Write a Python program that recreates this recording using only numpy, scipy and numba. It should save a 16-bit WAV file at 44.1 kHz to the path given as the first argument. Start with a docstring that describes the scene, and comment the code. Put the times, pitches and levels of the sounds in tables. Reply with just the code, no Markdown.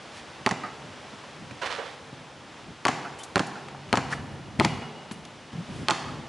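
"""Basketball in a yard

A basketball is dribbled hard on asphalt. Each bounce slaps, thumps and rings, then echoes from
a barred gate, a glass wall and far buildings. Shoes tread, scrape on grit and squeak. Behind them
a town murmurs, a fan hums and light wind touches the microphone. A limiter flattens the slaps."""
import sys
import numpy as np
from scipy import signal
from scipy.fft import rfft, irfft
from scipy.io import wavfile
from scipy.ndimage import uniform_filter1d
from numba import njit

SR = 44100
rng = np.random.default_rng(int(sys.argv[2]) if len(sys.argv) > 2 else 0)


def pcm_store(signal):
    """Save signal as 16-bit PCM."""
    levels = np.round(np.clip(np.atleast_2d(signal), -1, 1) * 32767)
    wavfile.write(sys.argv[1], SR, levels.astype(np.int16).T)


N = 276948
TIME = np.arange(N) / SR
ONE_SECOND = TIME[:SR]

# Tone curves: how strong the low and high parts of a sound are.
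# Each row: frequency in Hz, relative level in dB.
TOWN_TONE = [(15, -49), (25, -34), (59, -18), (112, -15), (145, -14), (169, -7), (336, -4), (391, -7.5),
             (545, -4.5), (930, -5.5), (2270, -11.5), (3320, -12.5), (4180, -16.5), (5530, -19),
             (11000, -33.5), (14300, -114), (22000, -120)]  # distant traffic
RUSH_TONE = [(25, -8), (70, -10.5), (140, 3.5), (240, 0), (400, -9.5), (1000, -30.5), (4000, -46)]  # wind rushing past
BUFFET_TONE = [(25, -14), (45, -9), (75, -1), (105, 0.5), (160, -25), (500, -46)]  # air swirling on the microphone
YARD_TONE = [(60, -19), (130, 11), (250, 0.5), (500, -2.5), (1000, -2.5), (2000, -3.5), (4000, -2.5),
             (7000, -4), (11000, 0.5)]  # the blended echoes of the yard
FAR_TONE = [(150, -2), (500, -16), (740, 4.5), (950, -8), (1270, 4.5), (1700, -3.5), (2500, -12.5),
            (8000, -15.5)]  # the echo from far buildings
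GATE_TONE = [(200, -22), (1000, 2), (2500, 2), (4000, 1.5), (8000, 4.5), (11000, 5.5)]  # the echo from the gate's bars
SOLE_TONE = [(40, -7), (120, 14), (260, 11), (500, -8), (1200, -23), (4000, -42)]  # a shoe landing
SCRAPE_TONE = [(100, -36), (300, -19.5), (480, 2.5), (620, -1), (1200, 2.5), (2000, 1.5), (4000, -4),
               (7000, -14), (11000, -25.5)]  # grit under a shoe
SLAP_TONE = [(150, -55), (500, -10), (1300, 6.5), (2400, 0.5), (4000, -2.5), (6000, -16), (8000, -18.5),
             (11000, -22), (16000, -58)]  # rubber hitting asphalt
CRUNCH_TONE = [(40, -22), (120, -24), (300, 6), (800, 3), (1400, -7.5), (2500, -6.5), (4000, -18.5),
               (7000, -26.5), (11000, -37)]  # grit under the ball
ALL_ROUND_TONE = [(50, -18), (130, 1), (260, 0.5), (400, -3), (550, -3), (780, 4), (980, 2.5), (1260, 1),
                  (1700, -2.5), (2900, -7.5), (4000, -11), (7000, -12), (11000, -34)]  # the ball, averaged over all directions
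FRAME_TONE = [(200, -16), (1200, -1.0), (4000, -5.0), (11000, 0.5)]  # echo from the window frames
RECESS_TONE = [(100, 2.5), (300, 1.5), (1200, -7.5), (4000, -25.5), (11000, -28)]  # the wall's recess

# How much two close microphones differ. Each row: frequency in Hz, unshared against shared sound in dB.
STEREO_DIFFERENCE = [(60, -13.5), (500, -14), (2000, -16.5), (4000, -17), (8000, -6), (11000, -7)]
# How long the yard echoes. Each row: frequency in Hz, seconds to fade by 60 dB.
YARD_FADE = [(100, 0.72), (400, 2.44), (1200, 1.28), (4000, 0.89), (10000, 0.76)]
# Gusts of wind. Each row: peak time in seconds, half width in seconds, rush in dB, buffeting in dB.
WIND_GUSTS = [(0.88, 0.097, -49.5, -59), (1.47, 0.14, -44.5, -66), (2.7, 0.06, -46.5, -66),
              (4.25, 0.46, -43.5, -48), (4.73, 0.11, -45, -42.5), (5.6, 0.043, -37, -52),
              (5.77, 0.11, -36.5, -48), (6.13, 0.14, -42, -54)]
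# Dull low bumps. Each row: start in seconds, length in seconds, pitch in Hz, level in dB.
LOW_BUMPS = [(5.548, 0.022, 164, -28.5), (5.572, 0.042, 169, -27.5)]

# Three stretches of the scene. "Pan" means left level minus right level.
# Each row: start in seconds, the shoes' starting pan in dB, its drift in dB per second, town level in dB.
STRETCHES = [(0, -1, -3, -45), (1.95, 1, 0.5, -47), (5.52, 1.5, -1, -44.5)]
# Footfalls and catches. Each row: start in seconds, thud level in dB, grit level in dB.
FOOTFALLS = [(0.408, -38, -66), (1.132, -37.5, -44), (1.51, -35.5, -40), (2.128, -37.5, -64),
             (3.684, -45.5, -36.5), (3.89, -33, -42), (4.591, -12.5, -36), (5.112, -27.5, -30.5),
             (5.529, -25, -44)]
# Soles sliding on grit. Each row: peak time, rise and fall in seconds, level in dB,
# brightness in dB per octave.
SHOE_SLIDES = [(0.19, 0.059, 0.018, -45, 4), (1.62, .004, 0.06, -29, -3), (1.663, .01, .025, -31, -0.5),
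               (1.712, 0.016, 0.075, -32.5, -1), (1.795, .012, 0.035, -32.5, -6),
               (1.87, .03, 0.058, -41, -2), (3.19, 0.0029, 0.025, -42.5, 17),
               (3.237, 0.0043, 0.009, -34.5, 14), (3.471, 0.0045, 0.0075, -40, 16),
               (4.129, 0.022, 0.019, -37.5, 5.5), (5.119, 0.0036, 0.017, -42.5, 18),
               (5.252, 0.00092, 0.0028, -39.5, 8), (5.78, .06, 0.059, -53.5, 10)]
# Rubber squeaks. Each row: start and length in seconds, first and last pitch in Hz,
# roughness from 0 to 1, level in dB.
SHOE_SQUEAKS = [(1.236, 0.01, 1120, 950, 0.34, -37), (3.184, 0.046, 2960, 3220, 0.04, -42.5),
                (3.2, 0.039, 3400, 3640, .02, -46), (3.744, .011, 1050, 900, 0.37, -33.5),
                (4.119, 0.026, 1633, 1710, 0.27, -23.5)]

# The notes a ball rings with. Each row: pitch in Hz, relative level in dB, seconds to fade by 60 dB.
THUMP_NOTES = [(129.5, -23, 0.073), (200, -10.5, 0.04), (280, -16, 0.065), (380.5, -15.5, 0.051)]  # slow swings of the squashed ball
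SHELL_NOTES = [(520, -43, 0.02), (669, -18, 0.05), (837, -10.5, 0.036), (1013, -4.5, 0.017),
               (1093, -20, 0.035), (1270, -10, 0.04), (1340, -23, 0.017), (1920, -48, .035),
               (2200, -74, 0.028), (4260, -10, 0.02)]  # the rubber shell
AIR_NOTES = [(990, -47, .5), (2890, -47.5, 2.4), (3210, -46, 0.33), (3526, -60, 1.2), (4000, -60, 0.91)]  # the air inside
# The bounces. Each row: start in seconds; relative levels in dB of the whole bounce, its thump, slap
# and air ring; gate, wall and far echo delays in seconds; relative far echo level in dB; pan in dB.
BALL_BOUNCES = [(0.463, -2, 0, -1.5, -7, 0.028, 0.048, 0.18, -19.5, -2.5),
                (2.8527, 1.5, -3.5, 0, -16, .0162, .0296, .2, -28, 2),
                (3.3579, 0, 3, -4, -22, .021, .0362, .205, -34.5, -2),
                (3.9286, 0.5, 4, -2, -6, 0.027, 0.044, 0.19, -26.5, 2),
                (4.5986, 0.5, 9.5, 3.5, 2, 0.048, .0505, .222, -33.5, 1.5),
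                (5.8846, 0.5, -5, 4, -10, 0.015, .023, 0.2, -35.5, -2.5)]


def gain(db):
    """Turn decibels into a number to multiply by."""
    return 10 ** (np.asarray(db) / 20)


def stereo(pan_db):
    """Left and right gains; a positive pan is louder on the left."""
    return gain(np.array([[.5], [-.5]]) * pan_db)


def add(out, x, start_s):
    """Mix x into out from the given time on."""
    i = max(int(round(start_s * SR)), 0)
    out[..., i:i + x.shape[-1]] += x[..., :out.shape[-1] - i]


def lookup(curve, hz):
    """Read a curve between its rows, with octaves evenly spaced."""
    row_hz, values = np.transpose(curve)
    return np.interp(np.log(np.maximum(hz, 1)), np.log(row_hz), values)


def soft_filter(x, kind, hz):
    """Let through the "low" or the "high" side of a frequency."""
    return signal.sosfilt(signal.butter(2, hz, kind, fs=SR, output="sos"), x)


def colour(x, tone, size=2048):
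    """Give x a tone curve, using a filter that leaves white noise equally strong."""
    cepstrum = irfft(np.log(gain(lookup(tone, np.fft.rfftfreq(size, 1 / SR)))))
    cepstrum[1:size // 2] *= 2  # folding this in half keeps the filter from ringing before a hit
    cepstrum[size // 2 + 1:] = 0
    response = irfft(np.exp(rfft(cepstrum)))
    return signal.fftconvolve(x, response / np.linalg.norm(response))[:len(x)]


def noise(tone, count=N):
    """Steady noise with a tone curve and a strength near 1."""
    return colour(rng.standard_normal(2 * SR + count)[SR:], tone)[-count:]


def burst(tone, fade_s):
    """Noise that starts suddenly and dies away."""
    return colour(rng.standard_normal(SR) * np.exp(-ONE_SECOND / fade_s), tone)


def grit(spread_db):
    """One second of dense, uneven clicks: small stones under rubber."""
    clicks = rng.standard_normal(SR) * gain(spread_db * np.minimum(rng.exponential(size=SR), 5))
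    return clicks / np.sqrt(np.mean(clicks ** 2))


def wander(rate_hz):
    """Glide between random values, mostly within -1 to 1."""
    step = int(SR / rate_hz)
    return uniform_filter1d(np.repeat(rng.standard_normal(N // step + 1), step), step)[:N]


def swell(peak_s, width_s):
    """A smooth rise to 1 and back down."""
    return np.exp(-((TIME - peak_s) / width_s) ** 2)


def widen(shared, other):
    """Sound from all around differs between two close microphones mainly in the treble."""
    side = irfft(rfft(other) * gain(lookup(STEREO_DIFFERENCE, np.fft.rfftfreq(N, 1 / SR))), N)
    return np.array([shared + side, shared - side])


def stretches():
    """As each stretch starts, the shoes' left-right position and the town's loudness jump."""
    pan_db, town_db = np.zeros(N), np.zeros(N)
    for start_s, start_pan_db, drift_db_per_s, level_db in STRETCHES:
        now = TIME >= start_s
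        pan_db[now] = start_pan_db + drift_db_per_s * (TIME[now] - start_s)
        town_db[now] = level_db
    return pan_db, town_db


def town(level_db):
    """Distant traffic blends into a gently wavering murmur."""
    return widen(noise(TOWN_TONE), noise(TOWN_TONE)) * gain(level_db + .6 * wander(6))


def fan(pitch_hz=138):
    """The blades of a distant fan hum faintly; the hum swells once."""
    hz = pitch_hz * (1 + .012 * wander(16))
    blades = np.sqrt(2) * np.sin(2 * np.pi * np.cumsum(hz) / SR)
    level = np.hypot(gain(-61), gain(-45) * swell(peak_s=4.32, width_s=0.66))
    return blades * level * gain(1.5 * wander(5))


def wind():
    """Gusts rush past and buffet the microphone."""
    rush_level, buffet_level = gain(-57), gain(-61)  # the calm between gusts
    for peak_s, width_s, rush_db, buffet_db in WIND_GUSTS:
        gust = swell(peak_s, width_s)
        rush_level = np.hypot(rush_level, gain(rush_db) * gust)
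        buffet_level = np.hypot(buffet_level, gain(buffet_db) * gust)
    rush = widen(noise(RUSH_TONE), noise(RUSH_TONE)) * rush_level
    buffeting = widen(noise(BUFFET_TONE), noise(BUFFET_TONE)) * buffet_level
    puffs = gain(2 * wander(22))
    return stereo(0.48) * (rush + buffeting) * puffs


def low_bumps():
    """Soft low bumps, a few waves long, with no click."""
    out = np.zeros(N)
    for start_s, length_s, hz, db in LOW_BUMPS:
        count = int(length_s * SR)
        add(out, gain(db) * np.hanning(count) * np.sin(2 * np.pi * hz * TIME[:count]), start_s)
    return out


def yard_echoes(x, build_s=0.029, bands=9):
    """Countless echoes blend into a tail that lasts longest in the low middle range."""
    t, hz = TIME[:2 * SR], np.fft.rfftfreq(2 * SR, 1 / SR)
    centres_hz = np.geomspace(60, 12000, bands)
    early_boost = 1 + gain(-2.5) * np.exp(-t / 0.043)  # the nearest walls answer first and strongest
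    build_up = 1 - np.exp(-(t / build_s) ** 2)
    echoes = []
    for _ in range(2):
        spectrum = rfft(noise(YARD_TONE, count=2 * SR))
        tail = np.zeros(2 * SR)
        for centre_hz, weights in zip(centres_hz, np.eye(bands)):
            band = irfft(spectrum * lookup(np.c_[centres_hz, weights], hz))
            tail += band * gain(-60 * t / lookup(YARD_FADE, centre_hz))
        echoes.append(signal.fftconvolve(x, gain(-52) * tail * early_boost * build_up)[:N])
    return widen(*echoes)


def scattered_echo(x, tone, fade_s):
    """An uneven surface sends back many small echoes close together."""
    response = burst(tone, fade_s)
    return signal.fftconvolve(x, response / np.linalg.norm(response))[:len(x)]


def wall_echo(hit, pulse, recess_delay_s=0.0062):
    """Glass mirrors the slap, the frames scatter it, and the bass returns later from a recess."""
    out = gain(-13) * hit + gain(-6.5) * scattered_echo(pulse, FRAME_TONE, fade_s=0.0039)
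    add(out, gain(-16) * scattered_echo(pulse, RECESS_TONE, fade_s=0.0086), recess_delay_s)
    return out


def shoes():
    """Soles thud on the asphalt and drag loose grit over it."""
    out = np.zeros(N)
    for start_s, thud_db, grit_db in FOOTFALLS:
        thud = burst(SOLE_TONE, fade_s=0.0062)
        tick = colour(grit(spread_db=4) * np.exp(-ONE_SECOND / 0.0053), SCRAPE_TONE)
        add(out, gain(thud_db) * thud + gain(grit_db) * tick, start_s)
    for peak_s, rise_s, fall_s, db, brightness in SHOE_SLIDES:
        t = ONE_SECOND - 3 * rise_s  # zero at the loudest moment
        slide = np.where(t < 0, np.exp(-(t / rise_s) ** 2), np.exp(-abs(t) / fall_s))
        tone = [(hz, row_db + brightness * np.log2(hz)) for hz, row_db in SCRAPE_TONE]
        add(out, gain(db) * colour(grit(spread_db=4) * slide, tone), peak_s + t[0])
    return out


def squeaks():
    """A sole sticks and slips: evenly for a squeak, unevenly for a rasp."""
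    out = np.zeros(N)
    for start_s, length_s, first_hz, last_hz, roughness, db in SHOE_SQUEAKS:
        count = int(length_s * SR)
        hz = np.linspace(first_hz, last_hz, count) * (1 + roughness * wander(1500)[:count])
        add(out, gain(db) * np.hanning(count) * np.sin(2 * np.pi * np.cumsum(hz) / SR), start_s)
    return out


def ring(notes, wave, detune):
    """Fading notes; detune sets how far each blow shifts their pitches by chance."""
    out = np.zeros(SR)
    for hz, db, fade_s in notes:
        pitch_hz = hz * (1 + detune * rng.standard_normal())
        out += gain(db - 60 * ONE_SECOND / fade_s) * wave(2 * np.pi * pitch_hz * ONE_SECOND)
    return out


def all_round_pulse(thump_db, slap_db):
    """The ball's tone differs with direction, so the yard as a whole gets a mostly smooth pulse."""
    tilt = [(250, thump_db), (900, 0), (2500, slap_db)]
    tone = [(hz, db + .5 * lookup(tilt, hz)) for hz, db in ALL_ROUND_TONE]
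    return gain(18) * colour(signal.unit_impulse(SR), tone)


def bounce(thump_db, slap_db, air_db, contact_s=0.0102, sway_hz=7.3, sway_depth=0.74):
    """The ball slaps the ground and squashes; its shell and the air inside ring."""
    impact = gain(15.5) * signal.unit_impulse(SR)
    impact += gain(0.5) * grit(spread_db=-3.5) * np.exp(-ONE_SECOND / 0.0019)
    slap = soft_filter(colour(impact, SLAP_TONE), "high", hz=650)
    crunch = gain(-12.5) * colour(grit(spread_db=6) * np.exp(-ONE_SECOND / 0.009), CRUNCH_TONE)
    shell_db = 0.9 + 0.62 * slap_db  # a harder slap rings the shell more
    shell = gain(shell_db) * ring(SHELL_NOTES, np.cos, detune=0.057)
    squash = -ring(THUMP_NOTES, np.sin, detune=0.07)
    thump = soft_filter(squash, "high", hz=90)  # a small ball gives off little bass
    out = gain(slap_db) * slap + crunch + shell + gain(thump_db) * thump
    add(out, gain(-7.5) * soft_filter(shell, "low", hz=1400), contact_s)  # lift-off flicks the shell
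    # Spin turns the ball's loud and quiet sides past the listener.
    sway = 1 + sway_depth * np.cos(2 * np.pi * sway_hz * (ONE_SECOND + 0.024))
    return out + gain(air_db) * sway * ring(AIR_NOTES, np.sin, detune=0)


def dribble():
    """The bounces with their separate echoes, and the sound they send into the yard."""
    heard, into_yard = np.zeros((2, N)), np.zeros(N)
    for start_s, db, thump_db, slap_db, air_db, gate_s, wall_s, far_s, far_db, pan_db in BALL_BOUNCES:
        hit = gain(db) * bounce(thump_db, slap_db, air_db)
        pulse = gain(db) * all_round_pulse(thump_db, slap_db)
        gate = gain(-17) * scattered_echo(pulse, GATE_TONE, fade_s=0.0018)
        wall = gain(-7.5) * wall_echo(hit, pulse)
        buildings = gain(far_db - 6.5) * scattered_echo(hit, FAR_TONE, fade_s=0.035)
        add(heard, stereo(pan_db) * hit, start_s)
        add(heard, stereo(pan_db) * gate, start_s + gate_s)
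        add(heard, stereo(pan_db - 0.6) * wall, start_s + wall_s)
        add(heard, stereo(-2.2) * buildings, start_s + far_s - .008)  # this long echo starts early
        add(into_yard, gain(1.08) * (pulse + gain(-8) * hit), start_s)
    return heard, into_yard


def scene():
    """Ball and shoes in the open yard; the echoing walls stand more to the right."""
    ball, into_yard = dribble()
    feet_pan_db, town_db = stretches()
    feet = shoes() + squeaks()
    echoes = stereo(-0.56) * yard_echoes(into_yard + gain(6) * feet)
    background = town(town_db) + fan() + wind() + low_bumps()
    return background + echoes + stereo(feet_pan_db) * feet + ball


@njit
def follow_peaks(peaks, decay):
    """A level that jumps up to each peak and then sinks."""
    out, level = np.empty(len(peaks)), 0.
    for i in range(len(peaks)):
        level = max(peaks[i], level * decay)
        out[i] = level
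    return out


def record(dry, ceiling=0.62, release_s=0.0079, low_hz=55, top_hz=10900):
    """A small camera turns loud peaks down quickly, thins the bass and cuts the highest treble."""
    level = follow_peaks(abs(dry).max(axis=0), np.exp(-1 / (release_s * SR)))
    limited = dry * ceiling / np.maximum(level, ceiling)
    thinned = soft_filter(limited, "high", low_hz)
    return signal.sosfilt(signal.ellip(8, .2, 70, top_hz, fs=SR, output="sos"), thinned)


dry = scene()
out = record(dry)
pcm_store(out)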